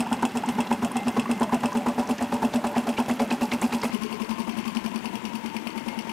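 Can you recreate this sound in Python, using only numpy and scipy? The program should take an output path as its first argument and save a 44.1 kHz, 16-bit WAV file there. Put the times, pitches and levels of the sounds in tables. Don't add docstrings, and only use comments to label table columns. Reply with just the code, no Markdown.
import sys
import numpy as np
from scipy import signal
from scipy.fft import rfft, irfft
from scipy.io import wavfile
from scipy.ndimage import uniform_filter1d

SR = 44100
rng = np.random.default_rng(int(sys.argv[2]) if len(sys.argv) > 2 else 0)


def master(y):
    cut = np.clip(np.atleast_2d(y).T, -1, 1)
    pcm = np.round(cut * 32767)
    wavfile.write(sys.argv[1], SR, pcm.astype(np.int16))


def invert_db(level):
    return 10 ** (np.asarray(level, dtype=float) / 20)


N = 269890
CUT_S = 3.9043


def by_idle(first, second):
    return np.where(np.arange(N) < CUT_S * SR, first, second)


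def rms_one(x):
    return x / np.sqrt(np.mean(x ** 2) + 1e-20)


def add(track, s, piece):
    i = round(s * SR)
    piece = piece[max(-i, 0):max(N - i, 0)]
    track[max(i, 0):max(i, 0) + len(piece)] += piece


def band_pass(x, low_hz, high_hz):
    return signal.sosfilt(signal.butter(2, [low_hz, high_hz], "band", fs=SR, output="sos"), x)


def resonate(x, hz, width_hz):
    r = np.exp(-np.pi * width_hz / SR)
    top = (1 - r * r) / 2 * np.array([1, 0, -1])
    return signal.lfilter(top, [1, -2 * r * np.cos(2 * np.pi * hz / SR), r * r], x)


def resonate_twice(x, hz, width_hz):
    return resonate(resonate(x, hz, width_hz), hz, width_hz)


def body(x, idles):
    both = []
    for modes in idles:
        rings = [invert_db(db) * (-1) ** k * resonate(x, hz, width) for k, (hz, width, db) in enumerate(modes)]
        both.append(sum(rings))
    return by_idle(*both)


def swell(rise_ms, fall_ms):
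    t_ms = np.arange(int(.12 * SR)) / SR * 1000
    shape = (1 - np.exp(-t_ms / rise_ms)) * np.exp(-t_ms / fall_ms)
    return shape / shape.max()


def grit(per_s, spread_db):
    sizes = invert_db(spread_db * np.minimum(rng.exponential(1, N), 4)) * rng.choice([-1, 1], N)
    return rms_one(sizes * (rng.random(N) < per_s / SR) + 1e-9)


def clumps(per_s, depth_db):
    knots = rng.standard_normal(int(N / SR * 60))
    return invert_db(depth_db * np.interp(np.arange(N) / SR * per_s, np.arange(len(knots)), knots))


def bubble(hz, cycles, rise):
    t = np.arange(int(.05 * SR)) / SR
    tone = np.sin(2 * np.pi * hz * (t + rise * t * t * hz / cycles))
    return tone * np.exp(-t * hz / cycles) * (1 - np.exp(-t * hz / 2.02))


def effort(cycles, rise_ms, fall_ms):
    flow = np.zeros(N)
    for s, _, lead_ms, db, _ in cycles:
        add(flow, s - lead_ms / 1000, invert_db(db) * swell(rise_ms, fall_ms))
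    return flow


def carport(x):
    echoes = np.zeros(int(.06 * SR))
    delays_s = np.array([.007, .013, .021, .034, .047])
    echoes[(SR * delays_s).astype(int)] = invert_db(np.array([-20.0, -18, -10.5, -23.5, -65]))
    return x + signal.lfilter([.4], [1, -.6], signal.fftconvolve(x, echoes)[:N])


# t/s, level/dB
BRACKET_HUM = [
    (0, -59),
    (.6, -53.5),
    (1.3, -50),
    (1.6, -66.5),
    (6.12, -57),
]


def bracket():
    s, db = np.transpose(BRACKET_HUM)
    tone = resonate_twice(rng.standard_normal(N), 2078, 47)
    return invert_db(np.interp(np.arange(N) / SR, s, db)) * rms_one(tone)


DROPS_PER_S, DROP_DB = 45, [-27, -27]
DROP_LOW_HZ, DROP_HIGH_HZ = 1300, 15000


def drops():
    out = np.zeros(N)
    draws = rng.random((int(DROPS_PER_S * N / SR), 3))
    noises = rng.standard_normal((len(draws), int(.12 * SR)))
    for (when, size, pitch), noise in zip(draws, noises):
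        hz = min(DROP_LOW_HZ * (DROP_HIGH_HZ / DROP_LOW_HZ) ** pitch, .45 * SR)
        hiss = resonate_twice(noise * swell(0.6, 6.0), hz, .25 * hz)
        add(out, when * N / SR, invert_db(-12.0 * size - 14.0 * pitch) * hiss)
    return by_idle(*invert_db(DROP_DB)) * out


# t/s, level/dB
MIST_LEVEL = [
    (0, -71),
    (1.5, -39),
    (2, -19),
    (2.5, -20.5),
    (3.201, -17),
    (3.9, -10.5),
    (3.91, -9.5),
    (6.12, -23),
]


def mist(cycles):
    s, db = np.transpose(MIST_LEVEL)
    patches = np.zeros(N)
    for hz, band_db in [(4600, 5.5), (7000, -2.5), (10000, 1.5), (14000, -9.0)]:
        hiss = rms_one(resonate(grit(per_s=4300, spread_db=10.0), hz, 0.32 * hz))
        patches += clumps(45, 2.9) * hiss * invert_db(band_db)
    return invert_db(np.interp(np.arange(N) / SR, s, db) - 6.5) * effort(cycles, 4.5, 35) * patches


WHINE_ORDER, WHINE_DB = 96.5, [-46, -39.5]


def whine(cycles):
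    times = cycles[:, 0]
    speed = np.interp(np.arange(N) / SR, times[1:] - .05, 1 / np.diff(times))
    phase = 2 * np.pi * np.cumsum(WHINE_ORDER * uniform_filter1d(speed, size=9000)) / SR
    blur = np.exp(-2 * np.pi * 20 / SR)
    a, b = signal.lfilter([1], [1, -blur], rng.standard_normal((2, N)))
    tone = rms_one(a * np.sin(phase) + b * np.cos(phase))
    pulse = 0.54 + 0.63 * rms_one(effort(cycles, 5.6, 22))
    return by_idle(*invert_db(WHINE_DB)) * tone * pulse * clumps(11, 2.5)


# f/Hz, level/dB (per Hz)
CHURN_COLOUR = [
    [(30, -46), (150, -19), (300, -21.5), (650, -23.5), (1200, -28.5), (2300, -31.5), (4200, -42),
     (8200, -46.5), (15900, -51.5)],
    [(30, -29.5), (140, -19.5), (350, -11.5), (600, -40), (1300, -27.5), (2800, -27), (4200, -39.5),
     (9200, -43), (15900, -50)],
]
CHURN_DB = [-42, -39.5]


def churn(cycles):
    white, hz = rfft(rng.standard_normal(N)), np.linspace(1, SR / 2, N // 2 + 1)
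    both = []
    for colour, level_db in zip(CHURN_COLOUR, CHURN_DB):
        at_hz, db = np.transpose(colour)
        shape = invert_db(np.interp(np.log(hz), np.log(at_hz), db, left=-70))
        both.append(invert_db(level_db) * rms_one(irfft(white * shape, N)))
    noise, flow = by_idle(*both), rms_one(effort(cycles, 9.8, 12))
    edges_hz = [20, 1200, 3500, 6500, 12800, 18000]
    signs = [1, -1, 1, -1, .75]
    patchy_db, flow_share = [.8, 1.2, 1.3, 1.6, 1.8], [0.67, 0.22, 0.35, 0.4, 0.3]
    out = np.zeros(N)
    for low, high, sign, depth_db, share in zip(edges_hz, edges_hz[1:], signs, patchy_db, flow_share):
        out += sign * band_pass(noise, low, high) * clumps(58, depth_db) * (1 + share * flow)
    return out


# t/s, level/dB (peak)
WALL_RING = [
    (1.3, -56),
    (1.7, -33.5),
    (2.7, -33),
    (3, -47),
    (3.85, -40),
]


def bucket_wall(cycles):
    s, db = np.transpose(WALL_RING)
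    out, t = np.zeros(N), np.arange(int(.12 * SR)) / SR
    ring = swell(18, 36) * np.sin(2 * np.pi * 583 * t)
    for (at, *_), size in zip(cycles, rng.standard_normal(len(cycles))):
        add(out, at - .012, invert_db(np.interp(at, s, db, left=-70, right=-70) + 2 * size) * ring)
    return out


# t/s, level/dB, f/Hz
DEEP_GULPS = [
    (3.954, -21, 408),
    (4.045, -18, 414),
    (4.139, -21, 413),
    (4.229, -23.5, 428),
    (4.405, -27.5, 392),
    (4.945, -24.5, 370),
]


def gurgle(cycles):
    out = np.zeros(N)
    for (s, *_), (late, size, pitch) in zip(cycles, rng.random((len(cycles), 3))):
        add(out, s - .015 + 0.044 * late, invert_db(-27.5 - 5.9 * size) * bubble(300 + 160 * pitch, 3.05, 0.03))
    for s, db, hz in DEEP_GULPS:
        add(out, s, invert_db(db) * bubble(hz, 6.0, 0.0088))
    push = rms_one(band_pass(rng.standard_normal(N), 45, 150))
    return out + invert_db(-19.0) * push * effort(cycles, 16, 24) * clumps(12.0, 0.65)


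# f/Hz, width/Hz, level/dB
BUCKET_RINGS = [
    [(337.6, 42, -1), (432, 37, 2.5), (574, 25.6, -1), (758, 52, 3), (850, 60, 3), (1000, 89, -1.5),
     (1270, 580, -12.5)],
    [(362, 62, -8), (486, 290, -9), (682, 105, -6.5), (903, 60, -3.5), (1100, 200, -13.5), (1390, 21, -22)],
]
KNOCK_DB, KNOCK_LAG_MS = [9.5, -10], [8.02, 17]


def knocks(cycles):
    out, luck = np.zeros(N), rng.standard_normal((len(cycles), 2, 8))
    for (s, _, lead_ms, db, _), blows in zip(cycles, luck):
        idle = int(s > CUT_S)
        for lag_ms, sizes in zip(KNOCK_LAG_MS, blows):
            for (hz, width, mode_db), size in zip(BUCKET_RINGS[idle], sizes):
                gain = invert_db(db + mode_db + KNOCK_DB[idle] - 17.5 + 2.8 * size)
                add(out, s + (lag_ms - lead_ms) / 1000, gain * bubble(hz, min(0.42 * hz / width, 9), 0))
    return out


def spray(spits):
    gate, out = np.zeros(N), np.zeros(N)
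    for (s, db, hz), draws in zip(spits, rng.random((len(spits), 5, 3))):
        add(gate, s - .012, invert_db(db) * np.hanning(int(0.019 * SR)))
        for k, (late, size, pitch) in enumerate(draws - .5):
            gain = invert_db(db - 4 - 5.0 * abs(k - 2) + 0.81 * size)
            small = bubble(hz * (.74 + 0.075 * k + .15 * pitch), 7.2, 0.0377)
            add(out, s - .008 + 0.0042 * (k + late), gain * small)
    droplets = band_pass(grit(per_s=9000, spread_db=-4.0), 1200, 3800)
    return out + invert_db(-16.5) * gate * rms_one(droplets)


# f/Hz, width/Hz, level/dB
COVER_RINGS = [
    [(936, 195, 7), (2020, 11, -6), (2620, 240, 5), (3370, 68, 3.5), (5050, 180, -1), (5700, 3600, -8),
     (8100, 1530, -2.5), (10600, 2000, -14), (14400, 2500, -18)],
    [(950, 104, 11), (2140, 41, 10.5), (2440, 540, 6.5), (3090, 710, 3.5), (4560, 130, 3.5),
     (5670, 300, -1.5), (9200, 1360, -6.5), (14500, 2100, -16)],
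]
# share of the cycle, level/dB under the click (first idle, second idle), f/Hz
GEAR_TAPS = [
    (0.037, -13, -7, 5230),
    (.19, -44, -10, 5700),
    (0.311, -21, -8, 4480),
    (0.551, -9.5, -17.5, 2720),
    (0.802, -19, -16, 5700),
]
# f/Hz, cycles of ring, level/dB over the click
ROCKER_RING = [
    (2660, 9.6, 0),
    (2850, 4.9, 6),
]
# t/s, level/dB (peak), f/Hz
STRAY_TICKS = [(0.2245, -43, 7900), (0.46, -45, 7500), (0.6714, -38, 3740), (0.6938, -55, 3400),
               (0.9168, -44, 9550), (1.3982, -45, 8240), (1.6352, -44, 3600), (1.728, -40, 5750),
               (2.0727, -41, 5650), (2.1814, -41, 5830), (2.536, -34.5, 4430), (2.6409, -41, 3850),
               (3.614, -35.5, 7400), (3.8167, -34.5, 4740)]
RATTLE_DB = [-48.5, -48.5]


def valves(cycles):
    gate, ticks = np.zeros(N), np.zeros(N)
    chance = rng.standard_normal((len(cycles), len(GEAR_TAPS), 2))
    for (s, db, *_), gap, luck in zip(cycles, np.gradient(cycles[:, 0]), chance):
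        idle = int(s > CUT_S)
        add(gate, s, invert_db(db) * (swell(0.049, 0.62) + invert_db(-12.5) * swell(0.85, 11.2)))
        ring_hz, turns, ring_db = ROCKER_RING[idle]
        add(ticks, s, invert_db(db + ring_db) * bubble(ring_hz, turns, 0))
        for (share, *under_db, hz), (size, pitch) in zip(GEAR_TAPS, luck):
            gain = invert_db(db + under_db[idle] + 1.6 * size)
            add(gate, s + share * gap, gain * swell(0.028, 0.32))
            ring = invert_db(-3.0 + 1.8 * idle) * bubble(hz * (1 + .02 * pitch), 12.0, 0)
            add(ticks, s + share * gap, gain * ring)
    noises = rng.standard_normal((len(STRAY_TICKS), int(.12 * SR)))
    for (s, db, hz), noise in zip(STRAY_TICKS, noises):
        add(ticks, s, invert_db(db + 14) * resonate_twice(noise * swell(0.54, 3.1), hz, 0.39 * hz))
    clicks = invert_db(11.5) * body(gate * rng.standard_normal(N), COVER_RINGS)
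    dull = signal.butter(2, 3600, fs=SR, output="sos")
    soft = signal.sosfilt(dull, grit(per_s=500, spread_db=5.5))
    rattle = rms_one(body(soft * clumps(35, 2.5), COVER_RINGS))
    return clicks + ticks + by_idle(*invert_db(RATTLE_DB)) * rattle


# t/s, level/dB (peak), f/Hz
STRAY_BUBBLES = [(0.065, -11.5, 865), (0.122, -8, 860), (0.19, -16, 980), (0.229, -4.5, 881),
                 (0.436, -6.5, 840), (0.585, -6.5, 844), (0.664, -19, 920), (0.714, -8.5, 870),
                 (0.913, -15.5, 1000), (1.257, -13, 1056), (1.392, -19, 940), (1.421, -9, 940),
                 (1.494, -14.5, 980), (1.721, -12, 970), (1.981, -11, 874), (2.429, -6, 847),
                 (2.743, -15, 924), (2.767, -14, 756), (2.988, -6.5, 840)]
SIMMER_DB = [-46, -35.5]


def burble(cycles):
    rattle = rms_one(body(grit(per_s=600, spread_db=4.0) * clumps(30, 1.5), BUCKET_RINGS))
    out = rattle * (invert_db(-2.0) * effort(cycles, 13.7, 8.3) + by_idle(*invert_db(SIMMER_DB)))
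    chance = rng.random((len(cycles), 4, 3))
    for (s, _, lead_ms, db, hz), draws in zip(cycles, chance):
        for k, (late, size, pitch) in enumerate(draws):
            at = s - lead_ms / 1000 + .011 * k * (.6 + 1.3 * late)
            add(out, at, invert_db(db + 6.0 - 12.0 * size) * bubble(hz * (.72 + .5 * pitch), 8.7, 0.012))
    for s, db, hz in STRAY_BUBBLES:
        pair = bubble(hz * .95, 5.38, 0.0545) + 0.38 * bubble(hz * 1.4, 4.0, 0.103)
        add(out, s - .001, invert_db(db - 6.0) * pair)
    return out


HUM_DB = [-37.5, -38]


def thumps(cycles, pockets):
    out, t = np.zeros(N), np.arange(-2600, 2600) / SR
    phases = 2 * np.pi * rng.random((len(pockets), 2))
    gaps = np.gradient(cycles[:, 0])
    for (s, db, hz, spread_ms, intake_db), gap, (main, weak) in zip(pockets, gaps, phases):
        width_s = spread_ms / 1000 * np.where(t < 0, 1.2, 1.6)
        thump = np.exp(-.5 * (t / width_s) ** 2) * np.sin(2 * np.pi * hz * t + main)
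        add(out, s - .002 + t[0], invert_db(db) * thump)
        intake = np.exp(-.5 * (t / 0.012) ** 2) * np.sin(2 * np.pi * 0.854 * hz * t + weak)
        add(out, s + .52 * gap + t[0], invert_db(intake_db - 17.0) * intake)
    hum = resonate_twice(rng.standard_normal(N), 225.0, 79)
    return out + by_idle(*invert_db(HUM_DB)) * rms_one(hum)


# t/s, cycles completed (a valve click at each whole one)
CRANK_TURNS = [(0.0044, 0), (0.3078, 2.45), (0.605, 5), (0.9683, 8), (1.196, 10), (1.4306, 12),
               (1.8845, 16), (1.9948, 17), (2.3405, 20), (2.4483, 21), (3.111, 27), (3.326, 29),
               (3.8512, 34), (3.9459, 35), (4.0344, 36), (4.8612, 45), (5.2997, 49.49), (6.0946, 57)]
# t/s, gas pocket level/dB, its lag behind the click/ms, intake level/dB, click level/dB
ENGINE_LOAD = [
    (0, -20.5, -1.5, -26.5, -25),
    (1.5, -17, -3, -18, -27),
    (2.2, -18, 6.5, -55, -31.5),
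    (2.95, -17.5, 6, -30, -29),
    (3.4, -17, 7, -54, -30.5),
    (3.9, -21.5, 9.5, -52, -29),
    (3.91, -19.5, 1, -26, -30),
    (4.8, -19, 4.5, -18, -29),
    (5.3, -22.5, 1.5, -26, -29),
    (6.12, -23.5, 2.5, -39, -29.5),
]
# t/s of the valve click, exhaust lead/ms, level/dB over the usual
ODD_PUFFS = [(.004, 5.7, 1.7), (.128, 15, 3.3), (.252, 30, 3.8), (.489, 6, 1.3), (.847, 27, 2.5),
             (.968, 14, -1), (1.082, 15.6, 0.5), (1.196, 31.7, 3), (1.431, 24.4, 0.5), (1.543, 23.6, 0.5),
             (1.657, 27.8, -.3), (1.995, 17, 0.5), (2.226, 19.7, -2.5), (2.34, 22, -1), (2.448, 28.8, 3),
             (2.668, 30.4, -7), (2.779, 20.3, 0.9), (3.326, 19.3, -3), (3.431, 24, 0), (3.537, 17, -2.5),
             (3.64, 25, 4), (3.747, 22.7, 1), (3.851, 18.7, 2.5), (3.946, 21, 4.5), (4.034, 22, -3.5),
             (4.126, 21, -8), (4.402, 21, 3), (4.768, 23.4, 2.5), (5.252, 17, -3.7), (5.67, 19, -2)]
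# t/s, level/dB, f/Hz
LARGE_SPITS = [(0.479, -28, 2420), (0.714, -25, 2150), (0.962, -32, 2560), (1.072, -30, 2920),
               (1.532, -25, 2700), (2.189, -24.5, 2050), (2.537, -24, 3550), (2.644, -33, 2780),
               (2.759, -23, 2420), (2.978, -18, 2750), (3.099, -22, 2030), (3.199, -20, 2120),
               (3.311, -14.5, 2660), (3.416, -24, 2720), (3.522, -13, 2460), (3.626, -19, 2660),
               (3.73, -17.5, 2710), (3.835, -17, 2290), (3.921, -23, 2650), (4.1, -29, 2550),
               (4.199, -26, 2680)]
LEAD_MS, LEAD_SCATTER_MS, PUFF_SCATTER_DB, CLICK_SCATTER_DB = 23.5, 2.425, -0.76, 0.32
POCKET_HZ, BURBLE_HZ, BURBLE_UNDER_DB = [238.3, 224], [826.6, 943], [-10, -15]
SPIT_DB, SPIT_HZ, SPIT_AHEAD_MS = [-46.5, -39], [2550, 2830], [12, 18]
BURBLE_DB_PER_MS, LAG_PER_MS, INTAKE_DB_PER_MS = 0.1443, -0.28, -.6
SPREAD_MS, SPREAD_MS_PER_DB, LAG_MS_PER_DB = 9.33, -0.57, 0.2


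def engine():
    crank_s, turned = np.transpose(CRANK_TURNS)
    s = np.interp(np.arange(turned[-1] + 1), turned, crank_s)
    load_s, *states = np.transpose(ENGINE_LOAD)
    pocket_db, lag_ms, intake_db, click_db = [np.interp(s, load_s, state) for state in states]
    pairs = np.array([POCKET_HZ, BURBLE_HZ, BURBLE_UNDER_DB, SPIT_DB, SPIT_HZ, SPIT_AHEAD_MS])
    pocket_hz, burble_hz, under_db, spit_db, spit_hz, ahead_ms = pairs[:, (s > CUT_S).astype(int)]
    luck = rng.standard_normal((len(s), 10)).T

    lead_ms, over_db = LEAD_MS + LEAD_SCATTER_MS * luck[0], PUFF_SCATTER_DB * luck[1]
    for at, ms, db in ODD_PUFFS:
        k = np.argmin(np.abs(s - at))
        lead_ms[k], over_db[k] = ms, db
    early_ms = lead_ms - LEAD_MS

    burble_db = pocket_db + under_db + BURBLE_DB_PER_MS * early_ms + 0.35 * over_db + 0.4 * luck[2]
    click_db = click_db + CLICK_SCATTER_DB * luck[3]
    cycles = np.transpose([s, click_db, lead_ms, burble_db, burble_hz * (1 + 0.059 * luck[4])])

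    pocket_s = s + (lag_ms + LAG_PER_MS * early_ms + LAG_MS_PER_DB * over_db) / 1000
    pocket_hz = pocket_hz * (1 + 0.0083 * luck[5])
    spread_ms = np.clip(SPREAD_MS + SPREAD_MS_PER_DB * over_db + 0.84 * luck[6], 4, 15)
    intake_db = intake_db + INTAKE_DB_PER_MS * np.clip(early_ms, -9, 9) + 4.0 * luck[7]
    pockets = np.transpose([pocket_s, pocket_db + over_db, pocket_hz, spread_ms, intake_db])

    spit_db, spit_hz = spit_db + 3.5 * luck[8], spit_hz * (1 + 0.073 * luck[9])
    spits = np.transpose([s - ahead_ms / 1000, spit_db, spit_hz])
    for row in LARGE_SPITS:
        spits[np.argmin(np.abs(spits[:, 0] - row[0]))] = row
    return cycles, pockets, spits


def scene():
    cycles, pockets, spits = engine()
    near = churn(cycles) + whine(cycles) + bucket_wall(cycles) + gurgle(cycles) + thumps(cycles, pockets)
    echoing = bracket() + drops() + mist(cycles) + knocks(cycles) + spray(spits) + valves(cycles) + burble(cycles)
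    mono = near + carport(echoing)
    return np.array([mono, mono])


def roll_off(x):
    return signal.sosfilt(signal.butter(12, 15920, fs=SR, output="sos"), x)


def record(dry):
    hiss = invert_db(-109) * signal.lfilter([1], [1, -.98], rng.standard_normal(N))
    treble = signal.butter(2, 2000, "high", fs=SR, output="sos")
    bright = signal.sosfilt(treble, rng.standard_normal(N))
    apart = invert_db(-72.5) * clumps(30.06, 8.1) * bright + invert_db(16) * hiss
    near_cut = np.exp(-np.abs(np.arange(N) / SR - CUT_S) / 0.0099)
    fading = invert_db(-48) * near_cut * resonate(rng.standard_normal(N), 800, 1500)
    left = dry[0] + by_idle(apart, 0)
    right = by_idle(dry[1] - apart, hiss + fading)
    top_cut = signal.cheby2(20, 60, 16050, fs=SR, output="sos")
    mix = signal.sosfilt(top_cut, [left, right])
    return roll_off(mix)


dry = scene()
out = record(dry)
master(out)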